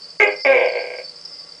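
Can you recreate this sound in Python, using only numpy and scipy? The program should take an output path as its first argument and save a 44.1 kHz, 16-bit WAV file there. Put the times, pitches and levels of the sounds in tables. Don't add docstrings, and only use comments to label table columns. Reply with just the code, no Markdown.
import sys
import numpy as np
from scipy import signal
from scipy.fft import rfft, irfft
from scipy.io import wavfile
from scipy.ndimage import uniform_filter1d

SR = 44100
rng = np.random.default_rng(int(sys.argv[2]) if len(sys.argv) > 2 else 0)


def how_loud(loudness_db):
    steps = np.asarray(loudness_db, float) / 20
    return 10 ** steps


def master(y):
    cut = np.clip(np.atleast_2d(y).T, -1, 1)
    pcm = np.round(cut * 32767)
    wavfile.write(sys.argv[1], SR, pcm.astype(np.int16))


N = 70560

# f/Hz, level/dB (per Hz)
AIR = [(40, -13.5), (170, -9), (500, -2.5), (750, -6), (2000, -10), (4000, -11.5), (6000, -10.5),
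       (10000, -19.5)]
# f/Hz, width/Hz, level/dB
APPLIANCES = [(168.3, 10, -64.5), (484.7, 9.8, -60.5), (583, 15, -61.5), (1137, 5, -64.5), (1380, 11, -67),
              (2060, 6.3, -66)]
# t/s, level/dB, centre f/Hz
TRILL = [(0, -41.5, 4950), (0.029, -37.5, 4800), (0.241, -45.5, 4850), (.3, -40.5, 4830),
         (0.321, -34.5, 4805), (0.353, -43, 4970), (0.369, -32.5, 4900), (.475, -33.5, 5030),
         (0.491, -45, 4970), (.67, -40.5, 4890), (0.762, -37.5, 4700), (0.941, -42, 4900),
         (1.028, -36, 4818), (1.169, -39, 4750), (1.211, -44.5, 4950), (1.268, -38, 5050),
         (1.539, -40.5, 4850), (1.6, -47, 4930)]
# t/s, level/dB, f/Hz, length/s
NEAR_CHIRPS = [(0.358, -35, 4700, 0.03), (0.41, -29.5, 4820, 0.0037), (0.451, -31, 5120, 0.012),
               (0.47, -35, 5110, 0.0061), (0.686, -37.5, 4550, 0.026), (.757, -38, 4540, .02),
               (0.81, -37, 5100, 0.028), (0.834, -41.5, 4430, 0.025), (0.988, -35, 4620, .018),
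               (1.035, -35.5, 4690, 0.035), (1.213, -31, 5160, 0.0042), (1.25, -26.5, 5130, 0.018),
               (1.315, -34.5, 5025, 0.032), (1.386, -32.5, 4920, 0.023)]
# delay/s, gain/1
GLASS_ECHOES = [(.0078, 0.25), (.0165, 0.47)]
# f/Hz, level/dB, t60/s
TANK_MODES = [(308, -1, 0.29), (393.3, 10.5, 0.23), (511, 6, 0.37), (543.4, 5, 0.21), (608.8, 9, 0.25),
              (690, -6.5, 0.14), (857, -11, .2), (1243, -1, .2), (1609.7, 17.5, 0.15), (2080, -11.5, 0.75),
              (2064, -2.5, 0.34), (2230, 9, 0.067), (2347, 11.5, 0.089), (2382, 2, 0.29)]
# f/Hz, width/Hz, then level/dB in bark, in vowel, early in creak, late in creak
THROAT = [(538.6, 194, 2, 6.5, 2.5, 2.5), (852, 365, -15.5, -9, -13, -35), (1183, 230, -13, -11, -51, -45),
          (1590, 110, -13, -17, -20, -17.5), (2230, 314, 1.5, 7.5, 0, 2),
          (2900, 550, -20.5, -16, -19.5, -26), (3675, 300, -51.5, -21, -41, -38),
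          (7180, 530, -37.5, -51.5, -49.5, -57.5)]
# t/s, effort level/dB, pitch f/Hz, roughness/0-1, strong-weak beat/0-1
BARK = [
    (.199, -5, 425, .4, 0.4),
    (.212, -13, 423.8, .25, 0.34),
    (.232, -10, 411.8, 0.12, 0.11),
    (.245, -16.5, 409.2, 0.28, 0.1),
    (.265, -19, 411.3, 0.41, 0.79),
    (.292, -24.5, 417.3, 0.36, 0.4),
    (.305, -31, 413, .4, .7),
    (.33, -37, 416, 0, 1),
]
# t/s, effort level/dB, pitch f/Hz, roughness/0-1, strong-weak beat/0-1
VOWEL = [
    (.448, -9, 288.9, 0.31, 0.25),
    (.458, -14, 284.6, 0.31, 0.2),
    (0.466, -12.5, 270.3, 0.1, 0),
    (.506, -16, 270.7, 0.12, 0.19),
    (0.525, -19, 260.2, 0.3, 0.3),
    (.548, -13.5, 253, 0.42, 0.36),
    (0.577, -21.5, 223.3, 0.2, 0.8),
    (.6, -47.5, 191.3, .6, .6),
]
# t/s, snap rate f/Hz
CREAK = [
    (.555, 150),
    (.6, 95),
    (.69, 68),
    (.72, 56),
    (.785, 52),
    (.81, 42),
    (.86, 32),
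    (.93, 29),
    (.985, 15),
]
# f/Hz, level/dB
PORT_BALANCE = [(60, 0.), (700, 0.), (1200, -1.3), (3000, -1.3), (5000, -.5), (9000, -.5)]

AIR_DB, AIR_SAME = -51, .93
WHINE_HZ, WHINE_DB = 7870, -67
CHIRPS_PER_S, CHIRP_S, CHIRP_SPREAD_HZ, CHIRP_UNEVEN_DB = 110, .014, 210, 3.5
HAZE_DB, HAZE_HZ, FLUTTER_DB = -2, 520, 2
MODES_DB, TAIL_DB, TAIL_T60_S, DIRECT_DB = -2, -2.5, 0.24, -2
RISE_S, BARK_SHUT_DB, BARK_OPENS_S, CHEST_CUT_HZ = .001, -7, 0.048, 357
CREAK_DB, CREAK_SAG_DB_PER_S, CREAK_UNEVEN_DB, CREAK_SWELL_S = -5.5, -30, 3, 0.032
POUCH_HZ, POUCH_WIDTH_HZ, POUCH_DB = 492, 31.6, 4
PORT_LAG_S, EDGE_HZ, CEILING = .000004, 10150, 1.05
HUSH_DB, HUSH_S, HUSH_BELOW_HZ = -9, .025, 4000
THUMP_DB, THUMP_HZ = -48.5, 200
THIN_HZ, THIN_DB = 7600, -27
CLOCK_HZ, CLOCK_DB = 12090, -44


def evened(x):
    return x / np.sqrt(np.mean(x ** 2) + 1e-20)


def read(points, hz):
    f, value = np.transpose(points)
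    return np.interp(np.log(hz + 1), np.log(f + 1), value)


def colour(x, gain):
    return irfft(rfft(x) * gain(np.fft.rfftfreq(N, 1 / SR)), N)


def resonate(x, hz, width, order=1):
    turn = np.exp(2j * np.pi * hz * np.arange(len(x)) / SR)
    r = np.exp(-np.pi * width / SR)
    low = x / turn
    for _ in range(order):
        low = signal.lfilter([1 - r], [1, -r], low)
    return 2 * (turn * low).real


def room():
    t = np.arange(N) / SR
    a, b = colour(rng.standard_normal((2, N)), lambda f: how_loud(read(AIR, f)))
    apart = np.sqrt(np.clip(1 - AIR_SAME, 0, 1) / 2)
    air = how_loud(AIR_DB) * evened(np.array([a + apart * b, a - apart * b]))
    whine = sum(np.sin(2 * np.pi * (WHINE_HZ + off) * t) for off in (-18, 14))
    tones = sum(how_loud(db) * evened(resonate(rng.standard_normal(N), hz, width))
                for hz, width, db in APPLIANCES)
    return air + how_loud(WHINE_DB) * whine + tones


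def crickets():
    s, db, hz = np.transpose(TRILL)
    t = np.arange(N) / SR
    starts = rng.random(N) < CHIRPS_PER_S / SR
    size = how_loud(CHIRP_UNEVEN_DB * np.minimum(rng.exponential(1, N), 3)) * starts
    size = size * np.exp(2j * np.pi * rng.random(N))
    kind = rng.integers(0, 24, N)
    chirps = np.zeros(N, complex)
    for k, (off, length, glide) in enumerate(rng.standard_normal((24, 3))):
        u = np.arange(0, 1, 1 / (SR * CHIRP_S * np.exp(.35 * length)))
        pitch_hz = CHIRP_SPREAD_HZ * off + 80 * glide * u
        chirp = np.sin(np.pi * np.sqrt(u)) * np.exp(2j * np.pi * np.cumsum(pitch_hz) / SR)
        chirps += signal.oaconvolve(size * (kind == k), chirp)[:N]
    chirps = chirps / np.sqrt(np.mean(abs(chirps) ** 2))
    a, b = colour(rng.standard_normal((2, N)), lambda f: np.exp(-(f / HAZE_HZ) ** 2))
    haze = (evened(a) + 1j * evened(b)) / np.sqrt(2)
    flutter = how_loud(FLUTTER_DB * evened(uniform_filter1d(rng.standard_normal(N), size=330)))
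    centre = np.exp(2j * np.pi * np.cumsum(np.interp(t, s, hz)) / SR)
    trill = (chirps + how_loud(HAZE_DB) * haze) * flutter * centre
    return how_loud(np.interp(t, s, db)) * evened(trill.real)


def near_cricket():
    out = np.zeros(N)
    for s, db, hz, length in NEAR_CHIRPS:
        t = np.arange(0, length, 1 / SR)
        chirp = np.sin(2 * np.pi * hz * t) + .4 * np.sin(2 * np.pi * 1.06 * hz * t)
        out[round(s * SR):][:len(t)] += how_loud(db) * np.sin(np.pi * np.sqrt(t / length)) * chirp
    return out


def tank(x):
    t = np.arange(SR // 2) / SR
    modes = sum(how_loud(db - 60 * t / t60) * np.sin(2 * np.pi * hz * t) for hz, db, t60 in TANK_MODES)
    tail = rng.standard_normal(len(t)) * (t > .004) * how_loud(-60 * t / TAIL_T60_S)
    path = how_loud(MODES_DB) * modes / np.linalg.norm(modes) / 3
    path = path + how_loud(TAIL_DB) * tail / np.linalg.norm(tail)
    path[0] += how_loud(DIRECT_DB)
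    for s, gain in GLASS_ECHOES:
        path[round(s * SR)] += gain * how_loud(DIRECT_DB)
    return signal.fftconvolve(x, path)[:N]


def throat(drive, column, low_gain=1):
    out = 0
    for k, row in enumerate(THROAT):
        hz, width = row[:2]
        ring = resonate(drive, hz, 2 * width, order=3)
        gain = (-1) ** k * how_loud(row[column]) * np.sqrt(500 / width)
        out = out + gain * ring * (low_gain if k < 2 else 1)
    return out


def creak():
    s, rate = np.transpose(CREAK)
    t = np.arange(N) / SR
    turns = np.cumsum(np.interp(t, s, rate) * (t > s[0]) * (t < s[-1])) / SR
    snaps = np.diff(np.floor(turns - turns[-1] + .002), prepend=0) > 0
    sag_db = CREAK_SAG_DB_PER_S * (t - s[0]) + CREAK_UNEVEN_DB * rng.standard_normal(N)
    size = np.clip((t - s[0]) / CREAK_SWELL_S, 0, 1) * how_loud(sag_db)
    i = np.arange(60)
    snap = np.exp(-i / 32.0) * (0.26 * rng.standard_normal(60)) + (i == 0)
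    drive = signal.oaconvolve(snaps * size, snap)[:N]
    late = np.clip((t - s[0]) / (s[-1] - s[0]), 0, 1)
    sound = throat(drive * (1 - late), column=4) + throat(drive * late, column=5)
    sound = sound + how_loud(POUCH_DB) * resonate(sound, POUCH_HZ, POUCH_WIDTH_HZ)
    return how_loud(CREAK_DB) * sound / abs(sound).max()


def voiced(table, column, jitter, count, shut_db=0):
    s, db, hz, rough, beat = np.transpose(table)
    t = np.arange(N) / SR
    on = (t > s[0]) & (t < s[-1])
    rough = np.clip(np.interp(t, s, rough), 0, 1)
    beat = np.interp(t, s, beat)
    wander, size = evened(uniform_filter1d(rng.standard_normal((2, N)), size=120, axis=1))
    turns = np.cumsum(np.interp(t, s, hz) * (1 + jitter * rough * wander)) / SR
    folds = sum(np.cos(2 * np.pi * k * turns) for k in range(1, 24)) * (1 + .5 * rough * size)
    folds = folds * (1 + 2 * beat * np.cos(np.pi * turns / count) ** 4 - beat)
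    puffs = np.exp(-(turns % 1) / .3) * rng.standard_normal(N)
    drive = (1 - rough) * evened(folds) + rough * evened(puffs)
    opening = how_loud(shut_db * np.clip(1 - (t - s[0]) / BARK_OPENS_S, 0, 1))
    sound = throat(drive, column, opening)
    effort = on * np.minimum((t - s[0]) / RISE_S, 1) * how_loud(np.interp(t, s, db))
    return effort * sound / np.sqrt(np.mean(sound[on] ** 2))


def gecko():
    call = voiced(BARK, column=2, jitter=0.05, count=4, shut_db=BARK_SHUT_DB)
    call = call + voiced(VOWEL, column=3, jitter=.04, count=2) + creak()
    return signal.sosfilt(signal.butter(4, CHEST_CUT_HZ, "high", fs=SR, output="sos"), call)


def scene():
    return tank(gecko()) + crickets() + near_cricket() + room()


def low_pass(x):
    return signal.sosfilt(signal.butter(12, 15100, fs=SR, output="sos"), x)


def record(dry):
    side = np.array([[.5], [-.5]])
    t = np.arange(N) / SR

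    def ports(f):
        lag = np.exp(2j * np.pi * f * side * PORT_LAG_S)
        return how_loud(side * read(PORT_BALANCE, f)) * lag * (f < EDGE_HZ)

    x = colour(CEILING * np.tanh(dry / CEILING), ports)
    hush = sum((t > s - HUSH_S) & (t < s - .002) for s in (BARK[0][0], VOWEL[0][0]))
    hush = (1 - how_loud(HUSH_DB)) * uniform_filter1d(1. * hush, size=90)
    x = x - colour(x, lambda f: f < HUSH_BELOW_HZ) * hush
    rumble = colour(rng.standard_normal(N), lambda f: (f > 15) * np.exp(-(f / THUMP_HZ) ** 2))
    level = np.sqrt(abs(uniform_filter1d(x.mean(0) ** 2, size=900)))
    thump = how_loud(THUMP_DB) * evened(rumble) * level
    top = colour(x, lambda f: (f > THIN_HZ) * (abs(f - WHINE_HZ) > 120))
    x = x - top * uniform_filter1d(0.61 * (level > how_loud(THIN_DB)), size=1500)
    band = colour(x, lambda f: (f > 1950) * (f < 2450))
    sidebands = how_loud(CLOCK_DB) * band * np.cos(2 * np.pi * CLOCK_HZ * t)
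    return low_pass(x + thump + sidebands)


dry = scene()
out = record(dry)
master(out)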